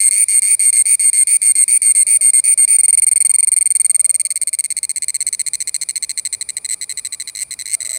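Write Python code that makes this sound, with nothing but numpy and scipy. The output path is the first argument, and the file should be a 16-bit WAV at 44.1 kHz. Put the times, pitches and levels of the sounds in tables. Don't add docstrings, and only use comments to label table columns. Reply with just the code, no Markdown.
import sys
import numpy as np
from scipy import signal
from scipy.fft import rfft, irfft, next_fast_len
from scipy.io import wavfile
from scipy.ndimage import uniform_filter1d, minimum_filter1d, map_coordinates

SR = 44100
rng = np.random.default_rng(int(sys.argv[2]) if len(sys.argv) > 2 else 0)


def digitize_waveform(pressure):
    field = np.atleast_2d(pressure).T
    bounded = np.clip(field, -1, 1)
    quanta = np.round(bounded * 32767).astype(np.int16)
    wavfile.write(sys.argv[1], SR, quanta)


N = 351918
TIME = np.arange(N) / SR


# t/s, base level/dB of partials 1, 2 and 3,
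# level/dB of the high partials compared with the fourth
TONE = [(0, -23, -29, -29, -25.5), (2.6, -25.5, -32, -35, -29), (3.2, -24.5, -28.5, -36, -28.5),
        (4, -26, -27.5, -33, -29), (4.4, -26.5, -29, -30, -24), (5.3, -24.5, -24.5, -25, -28),
        (6.2, -24, -22, -26, -28.5), (6.6, -25, -25, -35, -31), (7.3, -27.5, -25.5, -31, -25),
        (7.9, -26.5, -28.5, -31, -26)]
# t/s, phase jitter/rad, rasp level/dB
ROUGHNESS = [(0, 0.036, -30.5), (3.3, 0.012, -32.5), (4.2, 0.035, -30), (5, 0.076, -31), (5.8, .12, -27),
             (7, 0.048, -29.5)]
# multiple of the pitch, extra level/dB
HIGH_PARTIALS = [(5, 1), (6, 2.5), (7, -4.5)]

def cicada(scatter_s=.00008, size_db=1.43, colour_db=2.0, rise_ms=0.66, fall_ms=0.93, choke=4,
           loose_kick_rad=.45, locked_kick_rad=.12, loose_glide=0.0057, locked_glide=0.0099,
           taut_hz=2185, taut_db_per_hz=0.0677, accent_share=0.51, lift_db=2.17, fresh_db=5):
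    s, db, hz = np.array(sorted(phrase_clicks() + chirp_clicks())).T[:, :, None]
    luck = rng.standard_normal((2000, 10))[:len(s)].T[:, :, None]
    first_db, second_db, third_db, high_db = read(TONE, s)
    jitter, rasp_db = read(ROUGHNESS, s)
    accent_db = accent_share * np.maximum(db - read(LOUDNESS, s)[0], 0)
    taut_db = taut_db_per_hz * np.maximum(hz - taut_hz, 0)
    opens = np.diff(s, axis=0, prepend=-1) > .013
    closes = np.roll(opens, -1, axis=0)
    fresh = np.exp(-(s - np.maximum.accumulate(s * opens)) / .03)
    lock = step(db + 4)
    kick = np.interp(lock, (0, 1), (loose_kick_rad, locked_kick_rad))
    glide = loose_glide + (locked_glide - loose_glide) * lock
    s = s + scatter_s * luck[0]
    db = db + (size_db + 3 * jitter) * luck[1]

    index = np.round(s * SR).astype(int) + np.arange(-SR // 400, SR // 70)
    ms = (index / SR - s) * 1000
    inside = (index >= 0) & (index < N)
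    index = np.clip(index, 0, N - 1)

    def place(rows):
        return np.bincount(index.ravel(), (rows * inside).ravel(), N)

    running = (2 * np.pi * np.cumsum(np.interp(TIME, s[:, 0], hz[:, 0])) / SR)[index]
    rad_per_ms = 2 * np.pi * hz / 1000
    upward = glide * (np.sqrt(1 + np.minimum(ms, 2) ** 2) - 1)
    bend = rad_per_ms * (.004 * luck[2] * ms + upward)
    smooth = running + kick * luck[3] + bend
    phase = smooth + jitter * wobble(2000)[index]

    ring = bell(ms * (1 + 2.1 * jitter), rise_ms, fall_ms)
    clicks = amp(db) * ring * np.sin(4 * phase)
    for (k, extra_db), chance in zip(HIGH_PARTIALS, luck[7:]):
        clicks += amp(db + high_db + extra_db + colour_db * chance) * ring * np.sin(round(k) * phase)

    choked_ms = ms * (1 + choke * jitter)
    plate_db = first_db - 3 + accent_db + taut_db + lift_db * lock + size_db * luck[4]
    clicks += amp(plate_db) * tymbal_plate(smooth, rad_per_ms * ms, choked_ms)
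    snap = bell(ms + 0.52, rise_ms=0.66, fall_ms=2.14)
    clicks += amp(third_db - 4 + colour_db * luck[6]) * snap * np.sin(3 * phase)

    slip = (1 - lock) * (0.51 * luck[3] + 0.023 * rad_per_ms * 2 * np.tanh(ms / 2))
    whistle_db = second_db - 1.5 + fresh_db * fresh * (1 - lock) - taut_db / 2 + size_db * luck[5]
    whistle = bell(choked_ms + .2, rise_ms=.7, fall_ms=1.9)
    clicks += amp(whistle_db) * whistle * np.sin(2 * (running + slip))
    flick = closing_flick(running + slip, rad_per_ms, ms, jitter)
    clicks += closes * amp(second_db - 10 - 2 * taut_db) * flick

    rasp = rib_rasp(place(amp(rasp_db + accent_db) * snap))
    thump = air_thump(place((amp(db) * ring) ** 2))
    return place(clicks) + rasp + thump


# t/s, level/dB
LOUDNESS = [(0, 1.5), (4.08, 0), (4.25, -7), (4.55, -7), (4.75, -9), (5.3, -7), (5.55, -8.5), (6.1, -9.5),
            (6.35, -10.5), (6.65, -10), (6.85, -15), (7.05, -12), (7.3, -17.5), (7.6, -17.5), (7.85, -12.8)]
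# t/s, pitch f/Hz, average click gap/ms
PACE = [(2.8, 2192, 3.88), (3.5, 2185, 5.31), (4.1, 2166, 5.42), (5, 2103, 6.85), (5.6, 2071, 6.44),
        (5.9, 2088, 6.66), (6.5, 2032, 6.67), (7.9, 2017, 7.87)]
# start t/s, period/ms, number of chirps, clicks in each
CHIRP_RUNS = [(2.7866, 48, 3, 7), (2.9295, 46, 4, 6), (3.1145, 45.2, 7, 5), (3.43, 43.4, 2, 4),
              (3.5184, 46.8, 2, 5), (3.6105, 47.3, 6, 4), (3.897, 49.4, 6, 4), (4.198, 53.5, 4, 4),
              (4.4158, 57.7, 4, 4), (4.6415, 63.3, 5, 4), (4.9615, 61.2, 7, 4), (5.3955, 69.8, 7, 4),
              (5.8894, 68.5, 4, 4), (6.1765, 75.8, 3, 4), (6.412, 78.5, 4, 3), (6.8134, 82, 2, 5),
              (6.9745, 75.3, 5, 4), (7.5095, 82, 2, 5), (7.806, 44, 3, 4), (7.932, 24, 2, 3)]

def chirp_clicks(slowing=0.29):
    rows = []
    for start, period_ms, chirps, clicks in CHIRP_RUNS:
        progress = np.linspace(0, 1, clicks)
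        for s in start + np.arange(chirps) * period_ms / 1000:
            db, = read(LOUDNESS, s)
            hz, gap_ms = read(PACE, s)
            times = s + (clicks - 1) * gap_ms / 1000 * progress * (1 - slowing * (1 - progress))
            rows += [(t, db, hz) for t in times]
    return rows


# opening f/Hz, swollen f/Hz
RISING, LEVEL, LOW = (2158, 2234), (2172, 2176), (2143, 2143)
# start t/s, end t/s, tune
PHRASES = [(.004, .089, LOW), (.111, .241, RISING), (.285, .394, LEVEL), (.421, .552, RISING),
           (.595, .703, LEVEL), (.729, .821, LOW), (.856, .953, RISING), (.996, 1.098, LEVEL),
           (1.132, 1.232, LOW), (1.272, 1.37, RISING), (1.418, 1.519, LEVEL), (1.554, 1.642, LOW),
           (1.681, 1.777, RISING), (1.82, 1.92, LEVEL), (1.951, 2.03, LOW), (2.068, 2.172, RISING),
           (2.211, 2.302, LEVEL), (2.335, 2.4, LOW), (2.441, 2.538, RISING), (2.577, 2.65, LEVEL),
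           (2.679, 2.765, RISING)]
# start t/s, end t/s, extra level/dB
SURGES = [(6.691, 6.741, 1), (7.352, 7.431, 6), (7.658, 7.749, 13)]

def phrase_clicks(opening_db=-7.5, opening_gap_ms=5.05, swollen_s=.042, growth=0.0075,
                  surge_gap_ms=10, accent_s=0.0164, hz_per_db=7):
    rows = []
    for start, end, tune in PHRASES:
        db, = read(LOUDNESS, start)
        swell = end - swollen_s - growth * start
        rows += phrase(start, end, swell, opening_gap_ms, db + opening_db, db, *tune)
    for start, end, accent_db in SURGES:
        db, = read(LOUDNESS, start)
        hz, _ = read(PACE, start)
        accent_hz = hz + hz_per_db * accent_db
        rows += phrase(start, end, end - accent_s, surge_gap_ms, db, db + accent_db, hz, accent_hz)
    return rows


def phrase(start, end, swell, slow_ms, soft_db, loud_db, low_hz, high_hz,
           fast_ms=3.75, limp=0.18, hurry_s=.022, swell_s=0.0071, droop=0.0098):
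    rows, s, side = [], start, 1
    while s < end + fast_ms / 2000:
        effort = step((s - swell) / swell_s)
        tiring = np.clip((s - swell) / (end - swell), 0, 1) ** 2
        tension = step((s - swell) / hurry_s + 1.5)
        hz = (low_hz + (high_hz - low_hz) * tension) * (1 + droop * effort * (.5 - tiring))
        rows.append((s, soft_db + (loud_db - soft_db) * effort, hz))
        gap_ms = slow_ms + (fast_ms - slow_ms) * step((s - swell) / hurry_s + .5)
        s += max(gap_ms * (1 - side * limp), 1) / 1000
        side = -side
    return rows


def tymbal_plate(phase, click_phase, ms, sharp=0.031):
    return bell(ms + 1.0, rise_ms=0.9, fall_ms=1.93) * np.sin(phase + sharp * click_phase)


def closing_flick(phase, rad_per_ms, ms, jitter, delay_ms=4.2, width_ms=2.1):
    sag = .0035 * rad_per_ms * np.maximum(ms, 0) ** 2
    envelope = np.exp(-18 * jitter) * np.exp(-.5 * ((ms - delay_ms) / width_ms) ** 2)
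    return envelope * np.sin(2 * (phase - sag))


# f/Hz, level/dB
RASP_SPECTRUM = [(700, -37), (1400, -16.5), (2000, -3), (2550, -0.5), (3300, -9.5), (4500, 1.5),
                 (5300, 0.5), (6500, 3), (8000, 7.5), (10300, 7.5), (12000, -9), (14300, -3), (15500, -11),
                 (16800, -13.5)]

def rib_rasp(envelope):
    return envelope * noise(RASP_SPECTRUM)


def air_thump(power, gain_db=-48.5, low_hz=135, high_hz=290):
    def band(hz):
        return step((hz - low_hz) / 20) * step((high_hz - hz) / 30) * 190 / (hz + 1)
    return amp(gain_db) * filtered(power, band)


def near_reflections(x, t60=0.015):
    t = np.arange(SR // 20) / SR
    tail = rng.standard_normal(len(t)) * amp(-60 * t / t60)
    return signal.fftconvolve(x, tail / np.linalg.norm(tail))[:N]


# start t/s, length/s, f/Hz, level/dB
CAWS = [(-.3, 0.366, 586, -53), (1.844, 0.5, 598, -62), (3.265, 0.096, 1101, -59.5),
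        (3.769, 0.66, 606, -64), (4.683, 0.193, 855, -70), (6.196, 0.76, 424, -68), (6.202, 1.5, 1212, -69),
        (7.728, 0.37, 628, -52.5)]

def crow(fall=0.055, overtone_db=-6, hoarse=0.053):
    out = np.zeros(N)
    waver = hoarse * wobble(170)
    for s, length, hz, db in CAWS:
        progress = np.clip((TIME - s) / length, 0, 1)
        phase = 2 * np.pi * np.cumsum(hz * (1 + fall * (.5 - progress) + waver)) / SR
        envelope = np.sqrt(np.abs(np.sin(np.pi * progress)))
        out += amp(db) * envelope * (np.sin(phase) + amp(overtone_db) * np.sin(2 * phase))
    return out


# t/s, chorus level/dB, rumble level/dB
GARDEN_LEVELS = [(0, -39.5, -61), (2, -43.5, -60.5), (3.3, -48.5, -61), (4.5, -50, -63), (5.15, -46, -58.5),
                 (6.3, -42.5, -57), (8, -45.5, -56.5)]
# f/Hz, level/dB
CHORUS_SPECTRUM = [(1500, -32.5), (2200, -11.5), (2440, 0), (2680, -46), (3600, -24), (4400, -11),
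                   (4720, -10), (5300, -22), (7100, -20), (8500, -6.5), (9550, 9.5), (10400, -34),
                   (12800, -25), (14250, -18), (16000, -45)]
# f/Hz, level/dB
RUMBLE_SPECTRUM = [(20, -32), (35, -16), (62, -1), (130, -5), (300, -11.5), (600, -12), (1200, -18),
                   (3000, -30), (12000, -34)]

def garden():
    chorus_db, rumble_db = read(GARDEN_LEVELS, TIME)
    shimmer_db = .8 * wobble(7) + 1.2 * wobble(90)
    chorus = amp(chorus_db + shimmer_db) * noise(CHORUS_SPECTRUM)
    rumble = amp(rumble_db + wobble(16)) * noise(RUMBLE_SPECTRUM)
    return chorus + rumble


# f/Hz, time to fade by 60 dB/s
TREE_DECAY = [(300, 3), (1500, 0.95), (5000, 0.79), (12000, 0.09)]

def tree_echoes(x):
    hz, t, spectra = signal.stft(rng.standard_normal(SR), SR, nperseg=256)
    fade = amp(-60 * t / along(TREE_DECAY, hz)[:, None])
    tail = signal.istft(spectra * fade, SR, nperseg=256)[1]
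    return signal.fftconvolve(x, tail / np.linalg.norm(tail))[:N]


def bell(ms, rise_ms, fall_ms):
    rise = np.exp(-.5 * (ms / rise_ms) ** 2)
    fall = np.exp(1 - np.sqrt(1 + (ms / fall_ms) ** 2))
    return np.where(ms < 0, rise, fall)


def amp(db):
    return 10 ** (np.asarray(db) / 20)


def unit(x):
    return x / np.sqrt(np.mean(x ** 2) + 1e-20)


def along(points, hz):
    f, v = np.transpose(points)
    return np.interp(np.log(hz + 1), np.log(f + 1), v)


def read(rows, when):
    s, *cols = np.transpose(rows)
    return [np.interp(when, s, c) for c in cols]


def wobble(rate):
    return unit(map_coordinates(rng.standard_normal(N // 8), [TIME * rate], mode="wrap"))


def filtered(x, response):
    size = next_fast_len(N + SR // 2)
    return irfft(rfft(x, size) * response(np.fft.rfftfreq(size, 1 / SR)), size)[:N]


def noise(spectrum):
    return unit(filtered(rng.standard_normal(N), lambda hz: amp(along(spectrum, hz))))


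def step(u):
    return (1 + np.tanh(u)) / 2


def scene(reflections_db=-21, song_echo_db=-39):
    song = cicada()
    far = tree_echoes(amp(song_echo_db) * song + crow())
    return (song + amp(reflections_db) * near_reflections(song) + far + garden())[None]


def record(dry, ceiling=.94, top_hz=16200):
    needed = np.minimum(1, ceiling / (np.abs(dry[0]) + 1e-9))
    held = minimum_filter1d(needed, size=240)
    gain = uniform_filter1d(uniform_filter1d(held, size=100), size=100)
    return filtered(dry[0] * gain, lambda hz: 1 / np.sqrt(1 + (hz / top_hz) ** 160))[None]


dry = scene()
out = record(dry)
digitize_waveform(out)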